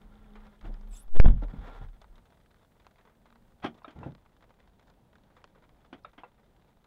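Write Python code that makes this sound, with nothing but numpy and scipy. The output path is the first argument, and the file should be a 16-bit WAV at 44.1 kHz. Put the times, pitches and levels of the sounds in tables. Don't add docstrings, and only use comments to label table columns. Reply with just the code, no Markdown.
import sys
import numpy as np
from scipy import signal
from scipy.fft import rfft, irfft, next_fast_len
from scipy.io import wavfile
from scipy.ndimage import uniform_filter1d, map_coordinates

SR = 44100
rng = np.random.default_rng(int(sys.argv[2]) if len(sys.argv) > 2 else 0)


def generate_wav(sig):
    pcm = np.round(np.clip(np.atleast_2d(sig).T, -1, 1) * 32767).astype(np.int16)
    wavfile.write(sys.argv[1], SR, pcm)


def invert_db(x):
    u = np.asarray(x, float) / 20
    return 10 ** u


N = 302885

# frequency in Hz, level in dB per Hz.
FLOOR_COLOUR = [(8.8, -26.5), (15, 1.5), (43, 3), (108, -4), (206, -3.5), (260, -9), (379, -11.5),
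                (934, -15.5), (1110, -23), (1440, -23.5), (2370, -31), (3560, -31), (5350, -37),
                (14500, -39), (15200, -35)]
# time in seconds, pitch in Hz, level in dB.
WHINE = [(0, 8630, -91.5), (1.5, 8600, -93), (2.5, 8400, -92.5), (3.6, 8390, -93.5), (3.9, 8360, -108),
         (7, 8348, -110)]
# multiple of its pitch, level in dB.
WHINE_TONES = [(1, -1.5), (1.29, -6), (1.62, -4.5)]
# time in seconds, pitch in Hz, level in dB.
HUM = [
    [(0, 208.4, -59.5), (.15, 209.2, -61.5), (.37, 210.1, -53.5), (.58, 207.4, -63), (.8, 210.3, -60),
     (1.0, 212.2, -67.5), (1.1, 212, -73)],
    [(3.05, 228.8, -73), (3.25, 231.8, -68.5), (3.45, 230.5, -71.5), (3.62, 237.2, -73.5)],
]

# start in seconds, hold in seconds, then rocking, panel and rustle in dB.
JOLTS = [(0, 0.53, -53.5, -63, -62), (0.631, 0.036, -50, -48, -52.5), (0.7, 0.061, -53, -55.5, -63),
         (0.821, 0.096, -47, -61.5, -65), (0.944, 0.085, -50, -71, -62), (1.413, 0.011, -50, -63, -53),
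         (1.486, 0.016, -48, -49.5, -53.5), (1.521, 0.092, -52, -47.5, -55.5), (1.599, 0.21, -67, -58, -50),
         (1.804, 0.029, -44, -54.5, -54.5), (1.925, 0.0178, -52, -59.5, -61.5),
         (2.005, 0.121, -63, -71, -71.5), (3.948, 0.087, -64, -46, -57.5),
         (4.034, 0.03, -59.5, -40.5, -54.5), (4.085, 0.017, -71, -45, -77)]
JOLT_RISE_S, ROCK_T60_S, PANEL_T60_S, RUSTLE_T60_S = 0.017, 0.26, 0.22, 0.17
# start in seconds, level in dB, rise in seconds, t60 in seconds.
SWAY = (1.2, -45.5, 0.9, 0.33)
# start in seconds, level in dB, rise in
# seconds, t60 in seconds.
DRUMMING = [(.625, -52, 0.0343, 0.24), (0.689, -51, 0.0077, 0.12), (1.139, -36.5, 0.032, 0.33),
            (1.254, -29.5, 0.0027, 0.19), (1.419, -37.5, 0.0034, 0.16), (1.532, -47, 0.0052, 0.13),
            (1.585, -57, 0.004, 0.1), (1.672, -47.5, 0.012, 0.14), (1.814, -56, 0.0071, 0.12),
            (3.644, -41, 0.0066, 0.28), (3.958, -48.5, 0.004, 0.213), (4.001, -49, 0.0153, 0.15),
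            (4.061, -35.5, 0.0026, 0.142), (5.931, -57.5, 0.0038, 0.38), (6.178, -62.5, 0.0034, 0.087)]
# frequency in Hz, level in dB per Hz.
SKIN_COLOUR = [(50, -36.5), (90, -1.5), (160, 0), (260, 1), (400, -6.5), (600, -9), (900, -10.5),
               (1600, -66)]
PANEL_COLOUR = [(32, -43), (55, -3.5), (81, 3.5), (145, -1), (215, -1), (400, -17), (520, -35), (880, -120)]
TRIM_COLOUR = [(250, -48), (420, 2), (560, -5), (800, -1), (1100, -4.5), (1350, -6.5), (1600, -7),
               (2100, -13), (2700, -21.5), (3400, -19), (4200, -26.5), (9000, -42)]
# resonance in Hz, width in Hz, level in dB.
CREAK = [(266, 40, 1), (563, 60, -2.5), (797, 38, 1.5), (1383, 42, 1.5), (2113, 85, -7), (3470, 500, -8)]
# time in seconds, swing rate in Hz, peak level in dB.
ROCKING = [(.627, 37, -41), (.675, 36.5, -33.5), (.705, 30, -31.5), (.74, 32.5, -31), (.77, 30, -39.5),
           (.85, 28.5, -42), (.88, 33, -43), (.93, 33, -41), (.96, 33, -58)]
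# start in seconds, pitch in Hz, level in dB, t60 in seconds.
KNOCKS = [(.645, 318.5, -44.5, 0.132), (1.2455, 880, -28.5, 0.015), (1.2565, 600, -24, 0.0282),
          (1.257, 1580, -31.5, 0.023), (1.259, 3500, -35, .03), (1.246, 3280, -39, .015),
          (1.284, 770, -42, 0.062), (1.3, 254, -38.5, 0.2), (1.362, 226.8, -41.5, 0.116),
          (1.331, 130, -30, 0.24), (1.34, 193, -35.5, 0.193), (1.42, 258, -42, 0.155),
          (1.532, 143, -41.5, 0.12), (1.536, 266, -41.5, 0.11), (1.585, 45, -27, 0.085),
          (1.812, 126, -40.5, 0.2), (3.64, 285.6, -30.5, 0.14), (3.961, 149, -45, 0.44),
          (4.06, 135.8, -40, 0.23), (1.535, 194, -39.5, 0.15), (1.83, 75.2, -41, 0.207),
          (3.645, 377, -30.5, 0.11), (3.641, 227.8, -38, 0.28)]

# start in seconds, peak level in dB, splash fade in dB per 10 ms.
ROOF_DROPS = [(0.355, -39, 3.5), (1.379, -43, 14), (1.393, -50, 3), (1.42, -44, 17), (1.436, -39.5, 11.5),
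              (1.483, -42.5, 11), (1.534, -43.5, 6), (1.669, -40.5, 2), (2.043, -42.5, 18),
              (2.323, -46, 18), (2.845, -53, 3.5), (2.982, -51, 2), (3.073, -41.5, 12.5),
              (3.096, -54.5, 2.5), (3.256, -47, 5.5), (3.357, -44.5, 13), (3.959, -60, 11.5),
              (4.069, -45, 6), (4.26, -48.5, 9), (4.424, -45, 7.5), (4.588, -54, 2), (5.13, -43, 15.5),
              (5.302, -51, 4.5), (5.365, -50.5, 2), (5.549, -51, 2.5), (5.785, -55, 10.5), (5.85, -47, 18),
              (6.132, -50.5, 3.5), (6.38, -50, 7), (4.505, -47.5, 12.5)]
GLASS_DROPS = [(0.455, -55, 6.7), (.627, -45, 14), (.741, -40.5, 21.6), (0.811, -48, 9.5),
               (0.873, -49, 4.1), (1.079, -51.5, 7.1), (1.589, -45, 6), (2.016, -42.5, 6.5),
               (2.156, -50.5, 4.2), (2.181, -50, 7), (2.544, -48, 16), (0.4672, -47, 11), (3.052, -52, 5.4),
               (3.304, -47, 28), (3.326, -43.5, 24.6), (3.743, -53, 2.3), (3.777, -51.5, 3.7),
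               (3.907, -46, 3.5), (3.989, -43, 15), (4.121, -47.5, 20), (4.15, -38.5, 23),
               (4.795, -46.5, 10), (4.899, -47, 8.14), (5.154, -47, 12), (5.183, -47, 15),
               (0.611, -43.5, 7.4), (5.623, -46, 6.6), (5.64, -43, 23), (5.692, -51, 13),
               (6.842, -49.5, 6.7)]
ROOF_SHARP_DB, GLASS_SHARP_DB = -16, -8
STRAY_PER_S, STRAY_DB, STRAY_FADE_DB = 4.5, -66, 9
# frequency in Hz, level in dB per Hz.
CABIN_COLOUR = [(180, -42.5), (300, -11.5), (410, 0), (750, 0.5), (1100, -3), (1400, -4), (1850, -8),
                (2600, -14), (3400, -21), (4000, -21.5), (4600, -36), (9000, -56.5), (15000, -72.5)]
# start in seconds, level in dB, pitch in Hz, t60 in seconds.
SNAPS = [(0.0173, -52.5, 3290, 0.0056), (.155, -56, 3600, 0.0079), (0.177, -59, 3500, .008),
         (.2438, -56, 2400, .008), (.3057, -62.5, 3000, 0.0076), (.3361, -57, 3600, 0.0078),
         (.5935, -56, 3187, .006), (0.6541, -49, 2780, 0.011), (1.5114, -57, 1800, .008),
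         (1.6171, -57, 2000, 0.007), (1.6366, -55, 1500, 0.0073), (1.7533, -56, 1500, 0.0073),
         (1.7882, -48, 1390, 0.0094), (1.839, -48, 1390, 0.0092), (2.8672, -34.5, 947, 0.0064),
         (3.304, -53, 1490, 0.0044), (4.15, -51, 1290, 0.0069), (5.156, -48, 1490, 0.0059),
         (5.442, -32, 1090, 0.0045), (5.4173, -56, 1900, .006), (6.095, -60, 1490, .006),
         (6.117, -60, 3600, .006), (5.848, -53, 1198, 0.0092)]
SNAP_SPLASH_DB, SNAP_SPLASH_T60_S = -21, 0.044
# multiple of its pitch, level in dB.
SNAP_OVERTONES = [(2.3, -8), (4.2, -10), (6.2, -15)]
SNAP_EDGE_T60_S = 0.0035
# start in seconds, level in dB, pitch in Hz.
TICKS = [(0.5566, -65, 1670), (0.9103, -63, 3740), (0.9302, -56, 2540), (1.8855, -57.5, 1500),
         (1.9315, -65, 2000), (1.9395, -64, 2060), (2.08, -66, 1580), (2.255, -57, 1520),
         (2.3037, -57, 1730), (2.372, -64, 1590), (2.4124, -63, 1850), (2.4603, -58, 1680),
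         (2.5126, -59, 1510), (2.5616, -64, 1620), (2.6094, -73.5, 1570), (2.648, -61.5, 1520),
         (2.7197, -66, 1870), (2.8075, -64, 3370), (2.8195, -62, 1980), (2.9105, -58, 1510),
         (2.9414, -69, 1750), (2.9584, -59.5, 2130), (3.011, -58, 1780), (3.1522, -63, 1710),
         (3.1694, -73, 1550), (3.2251, -68, 1510), (3.263, -59, 1670), (3.4236, -65, 1790),
         (3.48, -62, 1660), (3.6012, -59, 1590), (4.2223, -67, 1500), (4.348, -72, 1650),
         (4.366, -59, 1690), (4.4079, -60, 1730), (4.6024, -56, 1890), (4.6287, -66, 2120),
         (4.675, -57.5, 1660), (4.8268, -59, 1670), (4.8806, -60, 1750), (5.236, -60.5, 3640),
         (5.2709, -68, 1560), (5.476, -62, 1770), (5.4983, -65, 1620), (5.7683, -66.5, 2110),
         (5.8047, -63, 1580), (5.9908, -63, 1500), (6.4423, -63, 1610), (6.4961, -72, 1680),
         (6.5635, -63, 1580), (6.622, -62.5, 1690), (6.7865, -71, 3720)]
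TICK_T60_S, TICK_GAIN_DB, PANE_TOP_HZ = 0.0084, 1.5, 7060

# time in seconds, pitch in Hz, level in dB.
SQUEALS = [
    [(.872, 14200, -87), (.895, 12000, -80), (.908, 9300, -80), (.912, 8059, -70), (.943, 7540, -63.5),
     (.958, 7500, -69), (.965, 6620, -61), (.974, 5880, -70), (.98, 5800, -95.5)],
    [(.962, 7705, -86), (.97, 7670, -56.5), (.989, 8010, -63.5), (1.0, 8970, -63), (1.012, 9900, -67),
     (1.023, 10940, -67), (1.036, 11200, -73.5), (1.048, 11400, -89)],
]
# frequency in Hz, level in dB per Hz.
HINGE_COLOUR = [(1470, -43), (2500, -6), (3500, 1), (4200, -7.5), (5100, -3.5), (7000, -8), (8800, -4),
                (10700, -3.5), (12000, -7), (15500, -12.5)]
# time in seconds, pitch in Hz, level in dB.
JUDDER = [(.935, 3540, -86.5), (.952, 3560, -62), (.965, 3500, -60), (.978, 3500, -61.5), (1.0, 3300, -80)]
# multiple of its pitch, level in dB.
JUDDER_TONES = [(1, -3), (3, -4)]
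# start in seconds, length in seconds, first pitch in Hz, last pitch in Hz, level in dB.
WHISTLES = [(.915, .045, 15700, 15400, -76), (.922, 0.05, 5000, 5100, -71), (.924, 0.031, 2600, 2550, -70),
            (.95, .018, 14200, 13800, -76), (.962, .022, 13300, 13100, -74), (.98, .025, 7800, 7900, -68),
            (.98, 0.049, 11000, 11300, -69), (1.016, .026, 12900, 13500, -64),
            (1.025, .025, 12000, 12300, -71), (.93, .03, 10300, 10400, -78)]
WHISTLE_JITTER = 0.022

# start in seconds, power of the rise, size as a share of full scale.
SWING = (1.0, 5, .98)
# time in seconds, pressure as a share of full scale.
SEAL = [(1.1992, -.7), (1.2004, -.02), (1.2012, .02), (1.2026, .62), (1.21, 1.45), (1.2612, .5),
        (1.2653, -.85), (1.2805, -.47), (1.2832, 0)]
# peak time in seconds, pressure as a share of full scale, rise in seconds, fall in seconds.
BOUNCES = [(1.2468, -.48, .002, .0027), (1.258, -.24, .002, .015), (1.303, -.22, .029, .009),
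           (1.316, .1, .004, .06)]
REBOUND_S = 1.2856
# pitch in Hz, level in dB, t60 in seconds.
BOOM = [(34.5, -28, 1.1), (40.3, -16, .62), (49.7, -19.5, .28), (88.5, -29.5, .48), (108.4, -27, .27),
        (158, -36, .15), (204.5, -30, .17)]
# start in seconds, level in dB, rise in seconds, t60 in seconds.
RATTLE = [
    (1.15, -43, .003, .5),
    (1.172, -34, .028, .2),
    (1.25, -37, .012, .1),
]
# start in seconds, level in dB, rise in seconds, t60 in seconds.
CRACK = (1.1988, -28, .001, .04)
# pitch in Hz, level in dB, t60 in seconds.
STRIKER = [(822, -21.5, 0.02077), (973.6, -23, 0.0199), (1669, -21, 0.027), (2368, -8.5, 0.012),
           (3000, -20, 0.01387), (5085, -29, .02), (5880, -33.5, .02)]
# frequency in Hz, level in dB per Hz.
RUBBER_COLOUR = [(200, -27.5), (350, 0.5), (600, 0), (1000, -5.5), (1700, -7.5), (2500, -19), (3400, -12.5),
                 (4000, -26), (4500, -39), (9000, -62.5)]
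STEEL_COLOUR = [(300, -30), (700, -4), (1000, -3), (1800, 0), (2500, 0), (3400, -5), (4200, -16),
                (5500, -13), (7000, -23), (9000, -31), (15000, -44)]

# start in seconds, level in dB, rise in seconds, t60 in seconds, hollow part in dB.
THUDS = [(3.621, -44, 0.02, 0.041, -18), (3.641, -33, 0.0034, 0.096, 2.5),
         (3.656, -41.5, 0.005, 0.085, -6.5), (3.878, -50.5, 0.0023, 0.132, 0),
         (5.927, -45.5, 0.00303, 0.097, 1), (6.178, -50, 0.0043, 0.11, 0.5)]
# resonance in Hz, width in Hz, level in dB.
HOUSING = [(561, 287, -2), (860, 350, 2), (1390, 510, 0.5), (2260, 1100, -3.5), (3285, 580, -2),
           (4590, 1700, -13.5), (6200, 1300, -14), (9600, 4300, -23)]
HOLLOW = [(270, 48, -0.5), (398, 160, -5.5)]
# pitch in Hz, level in dB, t60 in seconds.
PAWL = [(585, -9, 0.065), (1164, 3, 0.018), (1277, 5, 0.035), (1660, -18, 0.057), (2350, -12, 0.052),
        (2700, -15, 0.043), (3500, -14, 0.046), (3700, -6.5, 0.044)]
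LEVER = [(493, -12, 0.096), (825, 0, 0.054), (974, 8.5, 0.022), (1392, -6.5, 0.067), (1940, -11, 0.0296),
         (2674, -6, 0.049), (3500, -17, 0.035)]
# start in seconds, level in dB.
PAWL_HITS = [
    (3.845, -41.5),
    (6.047, -41),
    (6.078, -66),
]
LEVER_HITS = [
    (3.819, -57),
    (4.031, -42),
    (6.2346, -42),
]

# start in seconds, length in seconds, lost above this many Hz.
TREBLE_GAPS = [(1.13, .06, 5200), (1.27, .05, 9000), (1.32, .05, 13000), (3.84, .022, 12800),
               (4.012, .042, 12800), (5.43, .025, 12800), (5.92, .02, 12800), (6.04, .025, 12800),
               (6.225, .025, 12800)]
TOP_HZ = 15780


def unit(x):
    return x / np.sqrt(np.mean(x ** 2) + 1e-20)


def curves(rows, off=-110):
    s, *columns = np.transpose(rows)
    return [np.interp(np.arange(N) / SR, s, column, off, off) for column in columns]


def wobble(rate):
    return map_coordinates(rng.standard_normal(int(N * rate / SR) + 4), [np.arange(N) * rate / SR])


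def phase(hz):
    return 2 * np.pi * np.cumsum(hz) / SR


def filtered(x, response):
    m = next_fast_len(N + 8192)
    return irfft(rfft(x, m) * response(np.fft.rfftfreq(m, 1 / SR)), m)[:N]


def noise(colour):
    points_hz, db = np.transpose(colour)

    def response(hz):
        return invert_db(np.interp(np.log(hz + 1), np.log(points_hz + 1), db))

    return unit(filtered(rng.standard_normal(N), response))


def resonances(modes):
    def response(f):
        total = 0
        for k, (centre, width, db) in enumerate(modes):
            damping = 1j * f * width
            total = total + (-1) ** k * invert_db(db) * damping / (centre * centre - f * f + damping)
        return total ** 2

    return response


def resonant_noise(modes):
    return unit(filtered(rng.standard_normal(N), resonances(modes)))


def placed(s, shape, lasts=1.5):
    out, first = np.zeros(N), int(np.ceil(s * SR))
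    since = np.arange(first, min(N, first + round(lasts * SR))) / SR - s
    out[first:first + len(since)] = shape(since)
    return out


def burst(s, db, rise, t60, hold=0):
    def shape(t):
        return invert_db(db - 60 * np.clip(t - rise - hold, 0, None) / t60) * np.clip(t / rise, 0, 1)

    return placed(s, shape)


def ring(s, modes, onset=0.00043):
    def shape(t):
        total = 0
        for hz, db, t60 in modes:
            rise = 1 - np.exp(-t / (onset if hz < 1800 else 0.004))
            total = total + rise * invert_db(db - 60 * t / t60) * np.sin(2 * np.pi * hz * t)
        return total

    return placed(s, shape)


def cabin_echo(x, t60, wet_db):
    t = np.arange(SR // 5) / SR
    tail = rng.standard_normal(len(t)) * invert_db(-60 * t / t60)
    return x + invert_db(wet_db) * signal.fftconvolve(x, tail / np.linalg.norm(tail))[:N]


def floor():
    hz, db = curves(WHINE)
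    whine = 0
    for ratio, level in WHINE_TONES:
        loudness = invert_db(db + level + 2.7 * wobble(3))
        whine = whine + loudness * np.sin(ratio * phase(hz * (1 + 0.024 * wobble(300))))
    bed = noise(FLOOR_COLOUR)
    street = filtered(bed, lambda f: 1 / (1 + (f / 4500) ** 4))
    hiss = invert_db(0.4 * wobble(6) + (db + 94) / 12) * (bed - street)
    return invert_db(-64) * (invert_db(1.2 * wobble(4.3)) * street + hiss) + whine


def hum():
    out = 0
    for rows in HUM:
        hz, db = curves(rows)
        turn = phase(hz * (1 + 0.021 * wobble(30)))
        out = out + invert_db(db + 1.0 + 2.4 * wobble(22.01)) * (np.sin(turn) + invert_db(-17.0) * np.sin(2 * turn))
    return out


def jolted(column, t60):
    return np.max([burst(row[0], row[column], JOLT_RISE_S, t60, hold=row[1]) for row in JOLTS], axis=0)


def body():
    rock = jolted(2, ROCK_T60_S) + burst(*SWAY)
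    panel, rustle = jolted(3, PANEL_T60_S), jolted(4, RUSTLE_T60_S)
    springs = resonant_noise([(31.71, 11, 4.0), (52.93, 19.93, -8.0)])
    scuffs = unit(invert_db(3.0 * wobble(30.058) + 1.6 * wobble(250)) * noise(TRIM_COLOUR))
    creaks = invert_db(-7.0 + 3.25 * wobble(22.95)) * resonant_noise(CREAK)
    drumming = sum(burst(*row) for row in DRUMMING) * noise(SKIN_COLOUR)
    thumps = panel * invert_db(-3.5) * noise(PANEL_COLOUR)
    return rock * springs + thumps + rustle * invert_db(-5) * (scuffs + creaks) + drumming


def falling():
    rows = [(*drop, ROOF_SHARP_DB) for drop in ROOF_DROPS] + [(*drop, GLASS_SHARP_DB) for drop in GLASS_DROPS]
    for s, size, side in rng.random((round(STRAY_PER_S * N / SR), 3)):
        sharp_db = ROOF_SHARP_DB if side < 0.5 else GLASS_SHARP_DB
        rows.append((s * N / SR, STRAY_DB + 8 * (size - 0.5), STRAY_FADE_DB, sharp_db))
    return np.array(rows) + np.outer(rng.standard_normal(len(rows)), [0, 1.02, 0.0056, 1.7])


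def rain():
    taps, dull, sharp = np.zeros((3, N + SR))
    t = np.arange(SR // 8) / SR
    soft = 1 - np.exp(-t / 0.0006)
    for s, db, fade_db, sharp_db in falling():
        low, high = rng.standard_normal(2)
        roof = invert_db(db - 2.0 - 60 * t / 0.005) * np.sin(2 * np.pi * 1200 * np.exp(0.165 * low) * t)
        pane_loudness = invert_db(db + sharp_db + 8.5 - 60 * t / 0.00242)
        pane = pane_loudness * np.sin(2 * np.pi * 3700 * np.exp(0.15 * high) * t)
        span = slice(round(s * SR), round(s * SR) + len(t))
        taps[span] += soft * (roof + pane)
        dull[span] += soft * invert_db(db - 12.5 - fade_db * t / 0.0091)
        sharp[span] += soft * invert_db(db + sharp_db - 9.5 - 1.78 * fade_db * t / 0.0054)
    landing = rng.random(N) < 60 / SR * invert_db(2.5 * wobble(8))
    size = np.clip(rng.exponential(size=N), 0, 1.4) * landing
    patter = signal.fftconvolve(size, soft * invert_db(-70.0 - 60 * t / 0.04044))[:N]
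    glass = noise([(1500, -29.0), (2500, -9.0), (3500, 7.5), (4500, -5.5), (7000, -8.5), (12000, -34.5)])
    splash = (dull[:N] + patter) * noise(CABIN_COLOUR) + (sharp[:N] + invert_db(-11.0) * patter) * glass
    return cabin_echo(taps[:N] + splash, t60=0.028, wet_db=-13.0)


def snap(s, db, hz, t60):
    def shape(t):
        tone = invert_db(-60 * t / t60) * np.cos(2 * np.pi * hz * t)
        for ratio, level in SNAP_OVERTONES:
            if ratio * hz < 8000:
                tone = tone + invert_db(level - 60 * t / SNAP_EDGE_T60_S) * np.cos(2 * np.pi * ratio * hz * t)
        return -(1 - np.exp(-t / 0.0001)) * invert_db(db) * tone

    return placed(s, shape, lasts=0.05)


def snaps():
    rows = SNAPS + [(s, db + TICK_GAIN_DB, hz, TICK_T60_S) for s, db, hz in TICKS]
    pane = filtered(sum(snap(*row) for row in rows), lambda f: 1 / (1 + (f / PANE_TOP_HZ) ** 4))
    splash = sum(burst(s, db + SNAP_SPLASH_DB, 0.0005, SNAP_SPLASH_T60_S) for s, db, *_ in SNAPS)
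    specks = sum(placed(s, lambda t: invert_db(db - 6.5 - 60 * t / 0.054), lasts=0.05) for s, db, _ in TICKS)
    spray = invert_db(-7) * noise([(1500, -24), (2500, -4), (3500, 4.5), (4500, -8), (6500, -12.5), (10000, -38)])
    return pane + (splash + specks) * noise(CABIN_COLOUR) + (specks + invert_db(-6.5) * splash) * spray


def rocking():
    hz, db = curves(ROCKING, off=0)
    return (hz > 0) * invert_db(db) * np.sin(phase(hz))


def knocks():
    return sum(ring(s, [(hz, db, t60)]) for s, hz, db, t60 in KNOCKS)


def hinge():
    tracks = [curves(rows) for rows in SQUEALS]
    squeal = sum(invert_db(db + 4) * np.sin(phase(hz * (1 + 0.018 * wobble(900)))) for hz, db in tracks)
    loudest = np.max([invert_db(db) for _, db in tracks], axis=0)
    hz, db = curves(JUDDER)
    judder = sum(invert_db(db + level) * np.sin(k * phase(hz)) for k, level in JUDDER_TONES)
    hiss = noise(HINGE_COLOUR)
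    fuzz = unit(filtered(hiss ** 2, lambda f: (f > 100) / (1 + (f / 900) ** 2)))
    tones = squeal * (1 + invert_db(-6.5) * fuzz) + judder * (1 + invert_db(-3) * fuzz)
    grain = invert_db(1.5 * wobble(120))
    return cabin_echo(grain * tones + invert_db(-5.0) * loudest * hiss, t60=0.04, wet_db=-14.0)


def whistles():
    stray = np.cumsum(WHISTLE_JITTER * wobble(900)) / SR
    out = 0
    for s, length, first_hz, last_hz, db in WHISTLES:
        def shape(t):
            swell = np.sin(np.pi * np.clip(t / length, 0, 1))
            glide = first_hz * t + (last_hz - first_hz) * t * t / (2 * length)
            jitter = first_hz * stray[int(np.ceil(s * SR)):][:len(t)]
            return invert_db(db) * swell * np.sin(2 * np.pi * (glide + jitter))

        out = out + placed(s, shape)
    return invert_db(2.5 * wobble(150)) * out


def door():
    t = np.arange(N) / SR
    start, power, size = SWING
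    contact = SEAL[0][0]
    swing = -size * np.clip((t - start) / (contact - start), 0, 1) ** power * (t < contact)
    bounces = sum(np.interp(t, [s - rise, s, s + fall], [0, push, 0]) for s, push, rise, fall in BOUNCES)
    air = uniform_filter1d(swing + curves(SEAL, off=0)[0] + bounces, size=30)
    rattle = sum(burst(*row) for row in RATTLE) * invert_db(3.7 * wobble(150)) * noise(RUBBER_COLOUR)
    latch = burst(*CRACK) * noise(STEEL_COLOUR) + ring(CRACK[0], STRIKER)
    return air + ring(REBOUND_S, BOOM) + rattle + latch


def locks():
    housing, hollow = resonant_noise(HOUSING), resonant_noise(HOLLOW)
    thuds = sum(burst(*row) * (housing + invert_db(hollow_db) * hollow) for *row, hollow_db in THUDS)
    pawl = sum(invert_db(db) * ring(s, PAWL, onset=0.0012) for s, db in PAWL_HITS)
    lever = sum(invert_db(db) * ring(s, LEVER, onset=0.0005) for s, db in LEVER_HITS)
    clicks = invert_db(2.5 * wobble(200)) * (pawl + lever)
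    hits = PAWL_HITS + LEVER_HITS
    scrape = sum(burst(s, db - 10.5, rise=0.0029, t60=0.12) for s, db in hits) * noise(CABIN_COLOUR)
    slide = sum(burst(s - 0.013, db - 33.0, rise=0.004, t60=0.059) for s, db in PAWL_HITS)
    slide = slide * noise([(2500, -29.5), (3600, -7), (5000, 2.0), (6500, -21)])
    return cabin_echo(thuds + clicks + scrape + slide, t60=0.1, wet_db=-11.5)


def treble_gapped(x):
    hz, t, z = signal.stft(x, SR, nperseg=256)
    lost = np.max([np.outer(hz > top, (t > s) & (t < s + length)) for s, length, top in TREBLE_GAPS], axis=0)
    return x - signal.istft(z * lost, SR, nperseg=256)[1][:N]


def scene():
    background = floor() + hum() + rain() + snaps()
    handling = body() + rocking() + knocks()
    closing = hinge() + whistles() + door()
    return (background + handling + closing + locks())[None]


def low_pass(x):
    return signal.sosfilt(signal.butter(12, 15840, fs=SR, output="sos"), x)


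def record(dry):
    clipped = np.clip(dry[0], -0.486, 0.486)
    mix = treble_gapped(filtered(clipped, lambda hz: hz < TOP_HZ))[None]
    return low_pass(mix)


dry = scene()
out = record(dry)
generate_wav(out)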